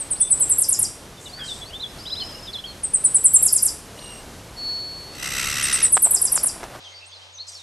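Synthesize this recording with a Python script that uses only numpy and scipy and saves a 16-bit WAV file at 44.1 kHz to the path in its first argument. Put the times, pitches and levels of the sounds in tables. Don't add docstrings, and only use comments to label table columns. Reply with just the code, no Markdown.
import sys
import numpy as np
from scipy import signal
from scipy.fft import rfft, irfft, next_fast_len
from scipy.io import wavfile

SR = 44100
rng = np.random.default_rng(int(sys.argv[2]) if len(sys.argv) > 2 else 0)


def persist_wave(psi):
    counts = np.round(np.clip(psi, -1, 1) * 32767).astype(np.int16)
    wavfile.write(sys.argv[1], SR, np.atleast_2d(counts).T)


N = 336042
TIME = np.arange(N) / SR
AIR_END_S = 6.8
HOARSE_RASP_HZ = 105


def undb(db):
    return 10 ** (np.asarray(db) / 20)


def unit(x):
    return x / np.sqrt(np.mean(x ** 2))


def add(track, start_s, sound):
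    i = int(round(start_s * SR))
    a, b = max(i, 0), min(i + len(sound), N)
    track[a:b] += sound[a - i:b - i]


def wander(size, rate_hz):
    t = np.arange(size) / SR * rate_hz
    draws = rng.standard_normal(int(t[-1]) + 2)
    return np.interp(t, np.arange(len(draws)), draws)


def band(x, hz, width_hz):
    b, a = signal.iirpeak(min(hz, .45 * SR), hz / width_hz * np.sqrt(np.sqrt(2) - 1), fs=SR)
    once = signal.lfilter(b, a, x)
    return signal.lfilter(b, a, once)


def colour(x, points):
    hz, db = np.transpose(points)
    size = next_fast_len(N)
    f = np.maximum(np.fft.rfftfreq(size, 1 / SR), 1)
    gain = undb(np.interp(np.log(f), np.log(hz), db))
    return irfft(rfft(x, size) * gain, size)[:N]


def swell(s, db):
    return undb(np.interp(TIME, s, db)) * (TIME >= s[0]) * (TIME <= s[-1])


def foliage(x, early_db, early_t60, late_db, late_t60, gap_s=0.0018):
    t = np.arange(SR) / SR
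    onset = np.clip(t / gap_s - 1, 0, 1)
    early = rng.standard_normal(SR) ** 3 * onset * undb(-60 * t / early_t60)
    late = rng.standard_normal(SR) * onset * undb(-60 * t / late_t60)
    response = undb(early_db) * early / np.linalg.norm(early) + undb(late_db) * late / np.linalg.norm(late)
    return signal.fftconvolve(x, response)[:N]


def tone(hz):
    return np.sin(2 * np.pi * np.cumsum(hz) / SR)


def air(spectrum, db, side_spectrum, width=1, gust_db=1.28):
    mid, side = (unit(colour(rng.standard_normal(N), spectrum)) for _ in range(2))
    spread = width * colour(side, side_spectrum)
    return undb(db + gust_db * wander(N, 7.6)) * (mid + np.outer([1, -1], spread))


def outdoor_air():
    # hz, density_db
    spectrum = [(15, -28), (25, 2), (132, -1), (216, -4.5), (246, -5), (425, -5.5), (697, -8), (794, -9),
                (1730, -15), (2130, -16.5), (4780, -18), (5880, -19), (12500, -24), (16200, -44),
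                (22000, -120)]
    # hz, side_db
    side_spectrum = [(30, -19), (120, -26), (350, -33.5), (1200, -14.5), (3500, -6.5), (5000, -28.5)]
    # time_s, side_gain_db
    width_curve = [(0, -0.5), (2.75, 2), (2.9, -31.5), (5.05, -25), (5.2, 16), (5.85, -4), (5.97, -22)]
    width = undb(np.interp(TIME, *np.transpose(width_curve)))
    return air(spectrum, -40.5, side_spectrum, width=width)


def glide(length_s, start_hz, end_hz, bend):
    return end_hz + (start_hz - end_hz) * np.linspace(1, 0, int(length_s * SR)) ** bend


def slurs(bend=2.06, rise_s=.018, sag_db=5, slur_db=0.94, hook_s=.002, hook_hz=1300, waver_hz=90):
    # start_s, relative level_db
    slur_onsets = [(-.008, -23), (0.101, -15), (0.197, -10), (.299, -8), (.395, -10), (.489, -10),
                   (2.828, -17), (2.931, -10), (3.036, -7.5), (3.138, -6), (3.237, -5.5), (3.331, -5.5),
                   (5.622, -18.5), (5.719, -13), (5.821, -8), (5.917, -8), (6.015, -8)]
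    # start_s, length of the first slur first_s, climb of the top pitch climb_hz_per_s
    phrases = [(-.01, 0.036, 4500), (2.826, 0.031, 5400), (5.62, .041, 7390)]
    top_hz, end_hz, end_sag_hz_per_s, stretch_s_per_s = 10650, 8010, 950, .016
    fall_s, waver_rate_hz = .014, 300
    out = np.zeros(N)
    for s, db in slur_onsets:
        start_s, first_s, climb = min(phrases, key=lambda phrase: abs(phrase[0] - s))
        elapsed = s - start_s
        length = first_s + stretch_s_per_s * elapsed
        hz = glide(length, top_hz + climb * elapsed, end_hz - end_sag_hz_per_s * elapsed, bend)
        hz = np.pad(hz, (0, int(fall_s / 2 * SR)), mode="edge")
        t = np.arange(len(hz)) / SR
        hz = hz - hook_hz * np.exp(-t / hook_s) + waver_hz * wander(len(t), waver_rate_hz)
        attack = np.sin(np.pi / 2 * np.clip(t / rise_s, 0, 1)) ** 2
        release = np.clip((t[-1] - t) / fall_s, 0, 1)
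        sag = sag_db * (t / length) ** 2
        add(out, s, attack * release * undb(db + slur_db - sag) * tone(hz))
    return out


def double_notes(double_db=0.5, taper=0.96, late_peak=1.21, waver_hz=110):
    # start_s, relative level_db
    double_onsets = [(0.5814, -9.5), (0.685, -9.5), (0.788, -10.5), (3.4244, -7), (3.5238, -8), (3.623, -8),
                     (6.107, -7.5), (6.2132, -10.5), (6.3173, -10), (6.4308, -11.5)]
    # delay_s, length_s, start_hz, end_hz, bend, relative level_db
    strokes = [(-.001, .019, 12400, 6967, .68, -0.5), (.025, 0.01, 8400, 12000, .9, -6),
               (0.0324, .015, 12000, 6660, 1.05, -0.5), (.047, .023, 6600, 4623, 1.46, -20)]
    out = np.zeros(N)
    for s, db in double_onsets:
        for delay, length, start_hz, end_hz, bend, stroke_db in strokes:
            hz = glide(length, start_hz, end_hz, bend)
            effort = abs(np.sin(np.pi * np.linspace(0, 1, len(hz)) ** late_peak)) ** taper
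            voice = tone(hz + waver_hz * wander(len(hz), 300))
            add(out, s + delay, effort * undb(db + stroke_db + double_db) * voice)
    return out


def near_bird(flutter_db=2.0):
    # hz, echo_gain_db
    echo_colour = [(4500, 9.5), (6300, 12.5), (7800, 2), (10000, -1), (12500, 0)]
    song = (slurs() + double_notes()) * undb(flutter_db * wander(N, 300))
    echo = foliage(song, early_db=-7.5, early_t60=0.11, late_db=-9.5, late_t60=0.4)
    return song + colour(echo, echo_colour)


def note(length_s, start_hz, turn_hz, db, rasp_hz, sweep=1.95, ease=.75, flutter_db=3.5):
    u = np.linspace(0, 1, int(length_s * SR))
    slide = (turn_hz - start_hz) * np.sin(sweep * u ** ease)
    hz = start_hz + slide + rasp_hz * wander(len(u), 901)
    effort = np.sqrt(2 * abs(np.sin(np.pi * u)))
    return effort * undb(db + flutter_db * wander(len(u), 117)) * tone(hz)


def far_birds(buzz_depth=0.3):
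    # start_s, length_s, start_hz, turn_hz, level_db
    far_notes = [(0.148, 0.13, 3000, 6140, -45.5), (0.193, 0.11, 3400, 3540, -44),
                 (1.256, 0.029, 4200, 3510, -38.5), (1.32, 0.082, 4000, 4590, -40.5),
                 (1.39, 0.085, 3600, 3160, -35), (1.475, .075, 4200, 3510, -34),
                 (1.611, .033, 3400, 3410, -36.5), (1.654, 0.052, 3900, 4600, -42),
                 (1.732, 0.048, 3000, 3580, -34.5), (1.795, 0.037, 3300, 4070, -35.5),
                 (1.821, .048, 4200, 3360, -29.5), (1.982, .052, 4000, 4800, -41),
                 (2.052, .046, 2700, 3990, -32.5), (2.098, 0.052, 2900, 4060, -30.5),
                 (2.15, 0.05, 2700, 4090, -33), (2.191, .06, 3950, 2980, -36.5),
                 (2.198, .035, 4100, 4280, -34.5), (2.469, 0.041, 4000, 3410, -35),
                 (2.528, .048, 5100, 3390, -32), (2.583, 0.027, 2950, 3500, -34.5),
                 (2.639, .026, 2950, 3310, -35), (2.657, 0.068, 4700, 4250, -42),
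                 (6.822, 0.082, 4400, 3100, -46.5), (6.915, 0.055, 2180, 2050, -53),
                 (6.929, 0.075, 4700, 4630, -47), (7.007, 0.053, 2610, 2640, -46),
                 (7.05, 0.044, 4700, 8970, -53), (7.114, .075, 5300, 4130, -47),
                 (7.325, 0.063, 7800, 6040, -42.5), (7.381, .06, 3600, 4310, -34),
                 (7.475, .035, 4800, 8500, -44.5)]
    # start_s, length_s, centre_hz, width_hz, pulses_per_s, level_db
    buzzes = [(1.197, 0.18, 7700, 2200, 59, -46), (1.431, 0.26, 8100, 870, 82, -42),
              (1.438, 0.21, 4900, 1600, 85, -42), (1.373, 0.14, 1610, 400, 51, -42.5),
              (2.022, 0.64, 5180, 50, 12, -41.5), (2.036, .5, 4930, 50, 9.9, -42.5),
              (7.468, 0.21, 6500, 2400, 37, -46)]
    clear_rasp_hz = 45.1
    out = np.zeros(N)
    for s, length, start_hz, turn_hz, db in far_notes:
        rasp_hz = clear_rasp_hz if s < AIR_END_S else HOARSE_RASP_HZ
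        add(out, s, note(length, start_hz, turn_hz, db, rasp_hz))
    for s, length, hz, width_hz, rate, db in buzzes:
        u = np.linspace(0, 1, int(length * SR))
        pulses = 1 + buzz_depth * np.cos(2 * np.pi * rate * length * u)
        hiss = unit(band(rng.standard_normal(len(u)), hz, width_hz))
        add(out, s, undb(db) * np.sin(np.pi * u ** 0.44) * pulses * hiss)
    return out


def wind():
    # start_s, length_s, level_db
    puffs = [(0.769, 0.146, -38), (5.169, 0.757, -38.5)]
    out = np.zeros((2, N))
    for channel in out:
        for s, length, db in puffs:
            u = np.linspace(0, 1, int(length * SR))
            rumble = unit(band(rng.standard_normal(len(u)), 93, 87))
            add(channel, s, undb(db) * np.sin(np.pi * u) ** .5 * rumble)
    return out


def twitter(start_s, end_s, centre_hz, range_octaves, db, rasp_hz, count, length_s=0.0401, slide=.22, spread_db=3):
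    out = np.zeros(N)
    for k, (late, long, high, slope, loud) in enumerate(rng.uniform(-1, 1, (count, 5))):
        s = start_s + (end_s - start_s) * (k + (1 + late) / 2) / count
        hz = centre_hz * 2 ** (range_octaves * high)
        length = length_s * 2 ** (long / 2)
        add(out, s, note(length, hz * (1 + slide * slope), hz, db + spread_db * loud, rasp_hz))
    return out


def flock():
    return (twitter(1.12, 2.72, centre_hz=3880, range_octaves=.42, db=-48, rasp_hz=70.2, count=24)
            + twitter(6.82, 7.2, centre_hz=4420, range_octaves=1.05, db=-53, rasp_hz=110, count=11)
            + twitter(7.44, 7.6, centre_hz=4600, range_octaves=.35, db=-44.5, rasp_hz=100, count=5))


def nasal_call(s=3.96, length_s=.27, start_hz=2940, turn_hz=2820, partials_db=(-48, -53, -45), rasp_hz=70):
    out = np.zeros(N)
    for k, db in enumerate(partials_db, 1):
        add(out, s, note(length_s, k * start_hz, k * turn_hz, db, rasp_hz))
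    return out


def ticks(s=3.988, period_s=.034, length_s=0.0086, start_hz=2800, turn_hz=4200, db=-43.5, count=4):
    out = np.zeros(N)
    for k in range(count):
        add(out, s + k * period_s, note(length_s, start_hz, turn_hz, db, HOARSE_RASP_HZ))
    return out


def whistle(side_hz=280, lower_db=-17, upper_db=-28, hoarse_db=-17):
    start_s, peak_s, end_s, attack_s = 4.555, 4.693, 5.2, 0.035
    peak_db, swell_db_per_s, fade_db_per_s = -26, 80, 41.5
    hz = 4408 + 10 * wander(N, 65) + 9 * wander(N, 14)
    tremble = side_hz + 14 * wander(N, 61)
    lower = undb(lower_db + 3 * wander(N, 35)) * tone(hz - tremble)
    upper = undb(upper_db) * tone(hz + tremble)
    lines = tone(hz) + lower + upper
    past_peak = TIME - peak_s
    gate = np.clip(np.minimum(TIME - start_s, end_s - TIME) / attack_s, 0, 1)
    effort = gate * undb(peak_db + np.minimum(swell_db_per_s * past_peak, -fade_db_per_s * past_peak))
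    breath = undb(hoarse_db) * unit(band(rng.standard_normal(N), 4300, 280))
    return effort * (np.sqrt(2) * lines + breath)


def churr(low_hz=1150, high_hz=2050, noise_db=-3, scatter_db=1, first_s=5.2225):
    # time_s, pulses_per_s, level_db
    course = [(5.1, 65, -60), (5.15, 65.14, -42), (5.22, 64.9, -37.5), (5.226, 65.57, -28),
              (5.35, 64.6, -28.5), (5.4, 64.97, -24.5), (5.5, 72.37, -25), (5.74, 67.44, -24.5),
              (5.86, 63.7, -29), (5.9, 65.8, -47)]
    # centre_hz, width_hz, relative level_db
    throat_modes = [(1356, 280, 5), (1980, 250, 5), (2664, 290, 10), (3920, 430, 2), (5270, 760, 1.5),
                    (5810, 730, 2), (7720, 1200, 2), (8880, 210, -8.5), (11150, 1700, -4.5)]
    s, rate, db = np.transpose(course)
    turns = np.cumsum(np.interp(TIME, s, rate)) / SR
    phase = (turns - np.interp(first_s, TIME, turns)) % 1
    effort = swell(s, db)
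    pulses = (.25 + np.sin(np.pi * phase) ** 2) * undb(scatter_db * wander(N, 70))
    jitter = .11 * effort / effort.max() * wander(N, 1800) + .04 * wander(N, 130)
    climb = np.sin(np.pi / 2 * np.clip(phase / .6, 0, 1)) ** 2
    hz = (low_hz + (high_hz - low_hz) * climb) * (1 + jitter)
    harmonics = unit(sum(tone(k * hz) for k in range(1, 8)))
    voice = harmonics + undb(noise_db) * rng.standard_normal(N)
    throat = sum(undb(mode_db) * band(pulses * voice, mode_hz, width_hz)
                 for mode_hz, width_hz, mode_db in throat_modes)
    return effort * unit(throat)


def knocks(cycles=0.6, knock_db=3, crack_db=-17, grain_db=4):
    # start_s, ring_hz, relative level_db
    hits = [(5.9697, 1060, -9.5), (5.9738, 1170, -17), (5.9763, 1470, -10.5), (6.064, 760, -24),
            (6.071, 796, -21.5), (6.377, 1330, -15.5), (6.446, 1110, -25), (6.631, 870, -24.5),
            (6.64, 840, -22), (6.752, 786, -31)]
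    rustle_start_s, rustle_end_s, rustle_db, flare_db, flare_s = 6.04, 6.8, -43, -41.5, 0.0093
    out, flare = np.zeros(N), np.zeros(N)
    t = np.arange(SR // 50) / SR
    for s, hz, db in hits:
        crack = undb(crack_db) * unit(band(rng.standard_normal(len(t)), 3700, 2600))
        ring = np.sin(2 * np.pi * hz * t)
        add(out, s, undb(db + knock_db) * np.exp(-hz * t / cycles) * (ring + crack))
        flare = np.maximum(flare, np.exp(-abs(TIME - s) / flare_s))
    grains = rng.standard_normal(N) * undb(grain_db * wander(N, 300))
    rustle = unit(colour(grains, [(200, -7), (500, -3.5), (750, 1.0), (1500, -6.0), (3000, -13.5), (8000, -24.5)]))
    audible = (TIME > rustle_start_s) * (TIME < rustle_end_s)
    stir = (undb(rustle_db) + undb(flare_db) * flare) * audible
    return colour(out, [(150, -26), (600, 5.5), (3000, 4), (9000, 11)]) + stir * rustle


def quiet_air():
    # hz, density_db
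    spectrum = [(25, -25.5), (130, -13), (220, -19), (500, -1.5), (900, -1), (1800, -7.5), (4600, -2),
                (6200, -7.5), (10000, -21.5), (12000, -31)]
    # hz, side_db
    side_spectrum = [(30, -8), (500, -6), (1500, 0.5), (3800, 6), (5000, -16.5)]
    hum_hz, hum_db = 91, -58.5
    phase_rad = np.array([[0], [.9]])
    hum = undb(hum_db) * np.sqrt(2) * np.sin(2 * np.pi * hum_hz * TIME + phase_rad)
    return air(spectrum, -50, side_spectrum) + hum


def scene(late_echo_db=3):
    open_air = np.clip((AIR_END_S - TIME) / 0.0087, 0, 1)
    far = far_birds() + nasal_call() + ticks() + flock()
    echoes = np.array([foliage(far, early_db=-14, early_t60=.1, late_db=-13, late_t60=.6) for _ in range(2)])
    far = far + undb(late_echo_db * (1.5 - open_air)) * echoes
    rasp = churr()
    rasp_echoes = np.array([foliage(rasp, early_db=-10.5, early_t60=.06, late_db=-20, late_t60=.2, gap_s=.0005)
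                            for _ in range(2)])
    rasp = rasp + rasp_echoes
    background = open_air * outdoor_air() + (1 - open_air) * quiet_air()
    return near_bird() + far + whistle() + rasp + knocks() + wind() + background


def record(dry):
    # hz, side_gain_db
    side_gain = [(1000, -2), (2500, -1), (4000, 0), (5500, -17), (12000, -30.5)]
    mid = (dry[0] + dry[1]) / 2
    side = colour((dry[0] - dry[1]) / 2, side_gain)
    top = signal.ellip(8, .2, 70, 12400, fs=SR, output="sos")
    return signal.sosfilt(top, np.array([mid + side, mid - side]))


dry = scene()
out = record(dry)
persist_wave(out)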